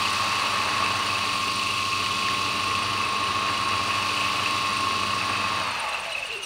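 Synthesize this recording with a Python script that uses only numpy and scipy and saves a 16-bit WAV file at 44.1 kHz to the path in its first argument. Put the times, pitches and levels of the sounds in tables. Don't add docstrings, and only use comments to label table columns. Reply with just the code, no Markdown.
import sys
import numpy as np
from scipy import signal
from scipy.fft import rfft, irfft
from scipy.io import wavfile
from scipy.ndimage import uniform_filter1d

SR = 44100
rng = np.random.default_rng(int(sys.argv[2]) if len(sys.argv) > 2 else 0)


def waveform_to_disk(signal):
    frames = np.transpose(np.atleast_2d(signal))
    scaled = np.clip(frames, -1, 1) * 32767
    samples = np.round(scaled).astype(np.int16)
    wavfile.write(sys.argv[1], SR, samples)


def boost(x):
    u = np.asarray(x, float) / 20
    return 10 ** u


N = 284443

SPOOL_RATIO = .1358
RIPPLE_HZ = 119.9
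WIRE_LEAD = .435
MESH_ORDER = 11
OFF_S = 5.6

# (time [s], speed [turns/s])
SPEED = [(0, 98.31), (.9, 98.32), (1.6, 98.23), (2.1, 98.34), (2.8, 98.39), (3.2, 98.5), (4, 98.47),
         (4.6, 98.4), (5.58, 98.3), (5.64, 96), (5.75, 87.6), (5.85, 78.6), (5.97, 69.8), (6.2, 50),
         (6.31, 41), (6.45, 31)]
ORDER_DB = [-45.5, -50.5, -49.5, -60, -64, -51.5, -56.5, -62.5, -54.5, -75, -31.5, -40, -80, -48, -56,
            -64.5, -72, -65, -55, -55, -58, -64, -66, -50, -66, -42.5, -59, -67, -49, -66, -80, -47, -82,
            -49, -53, -51, -83, -47.5, -59, -42.5, -53, -79, -52, -47, -50.5, -49.5, -50.5, -46, -57, -53,
            -63, -64, -52, -67, -54.5, -54, -69, -71, -68, -53.5, -70, -63.5, -65, -75, -68, -73, -58.5,
            -74, -72, -74, -75, -60.5]
TOP_ORDER = 93
TOP_DB = [-89, -75, -57, -63.5, -82, -62]
# (half shaft orders [count], spool orders [count]), then their (level [dB rms])
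SIDE = [(0, 2), (1, 0), (2, -1), (2, 1), (2, 2), (3, 1), (4, -1), (4, 1), (4, 2), (6, -1), (6, 1), (17, 0),
        (19, 0), (20, -1), (21, 0), (22, 2), (23, 0), (23, 2), (24, 1), (24, 2), (51, 0), (53, 0)]
SIDE_DB = [-72, -61, -57, -57, -56, -68, -54, -59, -56, -57, -62, -61, -61, -56, -54, -46, -43, -47, -47,
           -50, -54, -54]
# (shaft order [count], ripple order [count]), then (level [dB rms])
RIPPLE = [(0, 1), (1, 1), (36, -1), (36, 1)]
RIPPLE_DB = [-53, -56, -52, -65]
SLOTS = (48, 72)
# (unloaded [dB], further drop [dB], slowing where it drops [share])
LOWER_SLOT = (3.5, -20, .235)
# (frequency [Hz], width [Hz], gain [dB])
UPPER_SLOT_RINGS = [(3930, 260, 16), (2750, 520, 22)]
# (frequency [Hz], width [Hz], gain [dB])
MESH_RINGS = [(860, 70, 6), (755, 80, -10), (640, 90, 10), (510, 70, -9), (415, 90, 6)]
# (frequency [Hz], level [dB per Hz])
BASE = [(15, -62), (25, -38), (97, -6), (149, -17), (195, -14.5), (754, -18), (988, -10), (1100, -3.5),
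        (1480, -10.5), (2610, -13.5), (3160, -20.5), (4610, -20), (5000, -24), (9320, -35.5),
        (16000, -47.5)]
# (frequency [Hz], width [Hz], gain [dB])
FRAME = [(420, 60, 3), (670, 80, 4), (860, 60, 4), (960, 60, 4), (1150, 140, 6), (1310, 70, 4),
         (2570, 130, 6), (2750, 200, 5), (2920, 120, 5), (3900, 250, 3), (4650, 300, 3), (5800, 200, 3),
         (7700, 250, 3), (8800, 700, 3), (9450, 300, 4), (10900, 100, 5), (12800, 500, 3), (14870, 150, 6),
         (15250, 900, 5), (15650, 150, 6)]
# (frequency [Hz], width [Hz], gain [dB])
NOTCH = [(156, 25, -14), (250, 10.6, -10.5), (3900, 98, -9.5), (4870, 150, -5.5), (13400, 900, 2),
         (10700, 500, -2.5)]
# (powered [dB], unloaded change [dB], change at rest [dB], wire stroke swing at rest [dB])
RATTLE = [
    (-28.5, -1, -28, 4),
    (-33.5, 0.5, -6, -4),
    (-32.5, -0.3, -11, 2),
    (-40.5, -8.5, -6, -4),
]
# (time [s], peak [dB], pitch [Hz])
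SQUEAK = [(0.1301, -26.5, 8940), (0.2054, -32, 8500), (0.5382, -33, 8650), (0.9547, -36, 8760),
          (1.0645, -28, 8940), (1.1398, -33, 8750), (1.3319, -32, 8890), (1.5589, -27, 9000),
          (1.6297, -31, 8540), (2.152, -35, 8750), (2.83, -29, 8840), (3.05, -32, 8600),
          (3.2834, -32, 8460), (3.685, -31, 8680), (4.0238, -32, 8470), (4.135, -32, 8870),
          (4.2083, -30, 8870), (4.6957, -32, 8900), (4.7336, -31, 9030), (4.7706, -27, 8850),
          (4.807, -30, 8840), (5.1826, -33, 8650), (5.5982, -34, 8840), (5.7114, -30.5, 8870),
          (5.7986, -25.5, 9000), (5.8905, -30, 8620), (5.9379, -36, 8620), (6.0626, -38, 9010),
          (6.1878, -36, 8800), (6.262, -35.5, 8950)]
# (time [s], peak [dB], pitch [Hz])
CHATTER = [(0.0553, -21, 2710), (0.3127, -21, 2630), (0.3561, -23, 2750), (0.433, -22, 2570),
           (0.841, -17, 2520), (0.8783, -19, 2600), (1.1552, -15, 2520), (1.4814, -15.5, 2720),
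           (1.5938, -20, 2830), (1.6277, -16.5, 2650), (1.706, -15.5, 2670), (1.737, -17.5, 2500),
           (1.8273, -17, 2540), (1.8537, -18, 2630), (1.928, -16.5, 2590), (2.0622, -18, 2770),
           (2.5097, -20, 2570), (2.9761, -16.5, 2710), (3.039, -16, 2550), (3.3149, -22, 2700),
           (3.4845, -18, 2740), (3.5748, -20.5, 2760), (4.0523, -19, 2450), (4.4598, -16, 2590),
           (4.6427, -19, 2500), (4.6956, -21, 2520), (4.997, -24, 2740), (5.1307, -21, 2630),
           (5.2123, -19, 2520), (5.355, -20, 2540)]
# (time [s], peak [dB], pitch [Hz])
CHATTER_COASTING = [(5.5978, -20, 2880), (5.6322, -30, 2810), (5.6487, -20, 2580), (5.6726, -30, 2670),
                    (5.713, -38, 2920), (5.7385, -32, 2880), (5.7824, -26, 2620), (5.8073, -30, 2600),
                    (5.8462, -29, 2610), (5.8666, -23, 2570), (5.8866, -27, 2640), (5.943, -17.5, 2580),
                    (5.9939, -32, 2910), (6.0273, -28, 2650), (6.0597, -31, 2900), (6.1196, -23.5, 2820),
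                    (6.1498, -17.5, 2540), (6.178, -19.5, 2490), (6.2249, -20.5, 2550), (6.2503, -25, 2800),
                    (6.2992, -23.5, 2660), (6.3107, -28, 2570), (6.3475, -27, 2710), (6.372, -29, 2560),
                    (5.925, -27, 3930), (6.095, -30, 3900), (6.13, -29, 3880), (6.325, -31, 3900),
                    (6.401, -26, 2780), (6.4304, -25, 2740)]
# (place [strokes], scatter [s], mean [dB], scatter [dB], pitch [Hz], scatter [Hz])
SQUEAK_RULE = (0.5, .002, -36, 2.2, 8760, 190)
CHATTER_RULE = (.45, .003, -22.5, 2, 2660, 120)
# (start [s], length [s], pitch [Hz], sag [share])
LAST_SLIP = (6.414, 0.054, 2930, 0.31)
LAST_SLIP_DB = [-37, -38, -52, -58]
# (time [s], peak [dB])
TICKS = [(0.3282, -30), (0.636, -29), (0.8612, -23), (1.0645, -28), (2.0617, -24), (2.2852, -26),
         (2.7526, -27), (2.8953, -34), (3.693, -29), (3.9085, -30), (4.2887, -35), (4.4593, -25),
         (4.669, -23.5), (5.3537, -26)]


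def level(x, db):
    return x * boost(db) / np.sqrt(np.mean(x ** 2))


def walk(rate):
    count = int(N / SR * rate) + 2
    return np.interp(np.arange(N) * rate / SR, np.arange(count), rng.standard_normal(count))


def lost(seconds):
    return 1 - np.exp(-np.maximum(np.arange(N) / SR - OFF_S, 0) / seconds)


def rings(hz, table):
    return sum(db / (1 + (2 * (hz - f) / width) ** 2) for f, width, db in table)


def frame_db(hz):
    base_hz, base_db = np.transpose(BASE)
    return np.interp(np.log(hz), np.log(base_hz), base_db) + rings(hz, FRAME + NOTCH)


def coloured(x, lo_hz, hi_hz):
    hz = np.fft.rfftfreq(N, 1 / SR) + 1
    edge = 1 / np.sqrt((1 + (lo_hz / hz) ** 20) * (1 + (hz / hi_hz) ** 20))
    return level(irfft(rfft(x) * boost(frame_db(hz)) * edge, N), 0)


def shaft_speed():
    s, turns_per_s = np.transpose(SPEED)
    return np.interp(np.arange(N) / SR, s, turns_per_s)


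def room_scatter(dry):
    age = np.arange(SR // 4) / SR
    tail = rng.standard_normal(SR // 4) * np.exp(-np.log(1000) * age / 0.34)
    return signal.fftconvolve(dry, tail / np.sqrt(np.sum(tail ** 2)))[:N]


def ticks():
    out, age = np.zeros(N + SR), np.arange(SR // 40) / SR
    for s, db in TICKS:
        start = int(s * SR)
        out[start:start + len(age)] += boost(db) * rng.standard_normal(len(age)) * np.exp(-age / .002)
    out = coloured(out[:N], 1600, 9000)
    loudest_db = np.max(TICKS, axis=0)[1] + 9
    return out * boost(loudest_db) / np.abs(out).max()


def strokes(speed, turns, rule, accents, until_s):
    place, scatter_s, db, scatter_db, hz, scatter_hz = rule
    travel = 2 * SPOOL_RATIO * turns - 0.46 * (1 - speed / speed[0])
    chance = rng.standard_normal((int(travel[-1]), 3))
    s = np.interp(np.arange(len(chance)) + place, travel, np.arange(N) / SR)
    rows = np.array([s, 0 * s + db, 0 * s + hz]).T
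    rows = rows + chance * [scatter_s, scatter_db, scatter_hz]
    free = np.abs(s[:, None] - np.array(accents)[:, 0]).min(axis=1) > .018
    return accents + rows[free & (s < until_s)].tolist()


def chirp(hz, length, sag, rough):
    wobble = uniform_filter1d(rng.standard_normal(length), 40)
    pitch = hz * (1 + sag / 2 - sag * np.arange(length) / length + rough * wobble)
    return 2 * np.pi * np.cumsum(pitch) / SR


def squeaks(speed, slips):
    out = np.zeros(N + SR)
    for s, db, hz in slips:
        start = int((s - .004) * SR)
        length = int(SR * 1.5 / speed[start])
        tone = np.sin(chirp(hz, length, sag=0.037, rough=0.12 + 0.17 * (1 - speed[start] / speed[0])))
        swell = np.sin(np.pi * (np.arange(length) / length) ** .7) ** 2
        out[start:start + length] += boost(db - 7.0) * tone * swell
    return out[:N]


def last_slip():
    out = np.zeros(N + SR)
    s, seconds, hz, sag = LAST_SLIP
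    start, length = int(s * SR), int(seconds * SR)
    phase = chirp(hz, length, sag, rough=0.13)
    swell = np.sin(np.pi * np.arange(length) / length)
    for k, db in enumerate(LAST_SLIP_DB):
        out[start:start + length] += boost(db) * np.sin((k + 2) * phase) * swell ** (k + 1.7)
    return out[:N]


def chatter(speed, jumps):
    out, length = np.zeros(N + SR), 1500
    age = np.arange(length) / SR
    for s, db, hz in jumps:
        start = max(int((s - .0015) * SR), 0)
        hold_s = 0.007 + 0.01 * (1 - speed[start] / speed[0])
        shape = (1 - np.exp(-age / 0.0024)) * np.exp(-(age / hold_s) ** 2)
        tone = np.sin(chirp(hz, length, sag=0.089, rough=0.095))
        out[start:start + length] += boost(db - 1.5) * shape * tone
    return out[:N]


def grit(spread_db):
    return rng.standard_normal(N) * boost(spread_db * walk(900))


def load(speed, turns):
    slow = np.maximum(1 - speed / speed[0], 0)
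    stroke = np.cos(2 * np.pi * (2 * SPOOL_RATIO * turns + WIRE_LEAD))
    jolt_db = 0.5 * np.exp(-((np.arange(N) / SR - OFF_S) / 0.019) ** 2)
    levels = []
    for db, off_db, rest_db, swing_db in RATTLE:
        coasting_db = off_db * lost(.061) + rest_db * slow ** 1.86 + swing_db * slow ** 2 * stroke
        levels.append(db + jolt_db + coasting_db + 2.37 * walk(1.198))
    return levels


def rattle(speed, turns):
    mesh_db, guide_db, motor_db, bench_db = load(speed, turns)
    slow = 1 - speed / speed[0]
    shaft, spool = 2 * np.pi * turns, 2 * np.pi * SPOOL_RATIO * turns
    stroke = np.cos(2 * spool + 2 * np.pi * WIRE_LEAD)

    mesh = grit(2.7) * boost(1.7 * np.cos(shaft - 1.8) + 0.3 * np.cos(shaft / 2) + 0.12 * np.cos(spool))
    guide = grit(1.9) * boost(0.84 * np.cos(shaft + 1.5) + 1.4 * stroke + 1.1 * walk(30))
    motor = grit(2.55) * boost(1.1 * np.cos(2 * shaft) + (0.26 + 1.4 * slow) * stroke)
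    brush = grit(1.4) * boost(1.4 * np.cos(shaft + 0.56) + (1.0 + 3.4 * slow) * stroke)
    bench = grit(1.1) * boost(0.91 * np.cos(spool + 0.76))
    housing = guide
    for _ in range(3):
        housing = coloured(housing, 3990, 3830)

    out = boost(mesh_db - 12.5 + 8 * slow) * coloured(mesh, 500, 842)
    out += boost(mesh_db - 6.0 - 9.2 * slow) * coloured(mesh, 865, 1443)
    out += boost(mesh_db - 9.0 - 1.4 * slow) * coloured(mesh, 1624, 2440)
    out += boost(guide_db - 2.5 - 2.0 * slow) * coloured(guide, 2300, 3300)
    out += slow * boost(guide_db - 9 + 3 * walk(28)) * housing
    out += boost(motor_db - 3.0 - 0.75 * slow) * coloured(motor, 3070, 7980)
    out += boost(motor_db - 16.0 - .3 * slow) * coloured(brush, 8340, 11160)
    out += boost(motor_db - 23.5 - .3 * slow + 4.5 * slow * stroke) * coloured(grit(1.6), 11400, 25000)
    out += boost(bench_db - 4.5) * coloured(bench, 144, 475)
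    out += boost(bench_db - 13.5 - 11 * slow) * coloured(bench, 22, 167)
    return out


def tone_fades(speed, turns):
    slow = np.maximum(1 - speed / speed[0], 0)
    heavy = (1 + np.cos(2 * np.pi * (SPOOL_RATIO * turns - .28))) / 2
    unloaded, field_lost = lost(.061), lost(.32)
    mesh_off_db = -3.0 - 7 * heavy ** 2 + rings(MESH_ORDER * speed, MESH_RINGS)
    mesh = -24 * slow ** 2 + unloaded * mesh_off_db
    off_db, drop_db, share = LOWER_SLOT
    lower = off_db * unloaded + drop_db / (1 + np.exp((share - slow) / .015))
    upper = -7 * field_lost + rings(SLOTS[1] * speed, UPPER_SLOT_RINGS)
    return mesh, lower, upper, -18 * field_lost


def whine(speed, turns):
    lines = [(k + 1, 0, db) for k, db in enumerate(ORDER_DB)]
    lines += [(TOP_ORDER + k, 0, db) for k, db in enumerate(TOP_DB)]
    lines += [(half / 2 + spool * SPOOL_RATIO, 0, db) for (half, spool), db in zip(SIDE, SIDE_DB)]
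    lines += [(order, ripple, db) for (order, ripple), db in zip(RIPPLE, RIPPLE_DB)]
    mesh_db, *slot_db, current_db = tone_fades(speed, turns)
    slot_db = dict(zip(SLOTS, slot_db))
    seconds, coarse, out = np.arange(N) / SR, np.arange(0, N, 256), 0
    slack = 1 + 45 * (1 - speed / speed[0])
    for order, ripple, db in lines:
        hz = order * speed[coarse] + ripple * RIPPLE_HZ
        lift_db = np.interp(np.arange(N), coarse, 0.39 * (frame_db(hz) - frame_db(hz[0])))
        fade_db = mesh_db if abs(order - MESH_ORDER) < .3 else slot_db.get(order, current_db)
        if 0 < order <= 2:
            fade_db = fade_db * .9
        cycles = order * turns + ripple * RIPPLE_HZ * seconds + rng.random() + 0.016 * slack * walk(45)
        if order == MESH_ORDER:
            cycles = cycles + (.1 + .0015 * (slack - 1)) * np.sin(2 * np.pi * SPOOL_RATIO * turns)
        waver_db = 1.1 * walk(7) + 0.11 * (slack - 2.5) * walk(30)
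        out = out + boost(db + lift_db + fade_db + waver_db) * np.sin(2 * np.pi * cycles)
    return np.sqrt(2) * out


def scene():
    speed = shaft_speed()
    turns = np.cumsum(speed) / SR
    slips = strokes(speed, turns, SQUEAK_RULE, SQUEAK, LAST_SLIP[0])
    jumps = strokes(speed, turns, CHATTER_RULE, CHATTER + CHATTER_COASTING, OFF_S)
    dry = ticks() + squeaks(speed, slips) + last_slip() + chatter(speed, jumps) + rattle(speed, turns)
    return (dry + boost(-14) * room_scatter(dry) + whine(speed, turns))[None]


def band_limit(x):
    return signal.sosfilt(signal.butter(12, 16650, fs=SR, output="sos"), x)


def record(dry):
    hz = np.fft.rfftfreq(N, 1 / SR)
    mix = irfft(rfft(dry) * (hz < 15730), N)
    return band_limit(mix)


dry = scene()
out = record(dry)
waveform_to_disk(out)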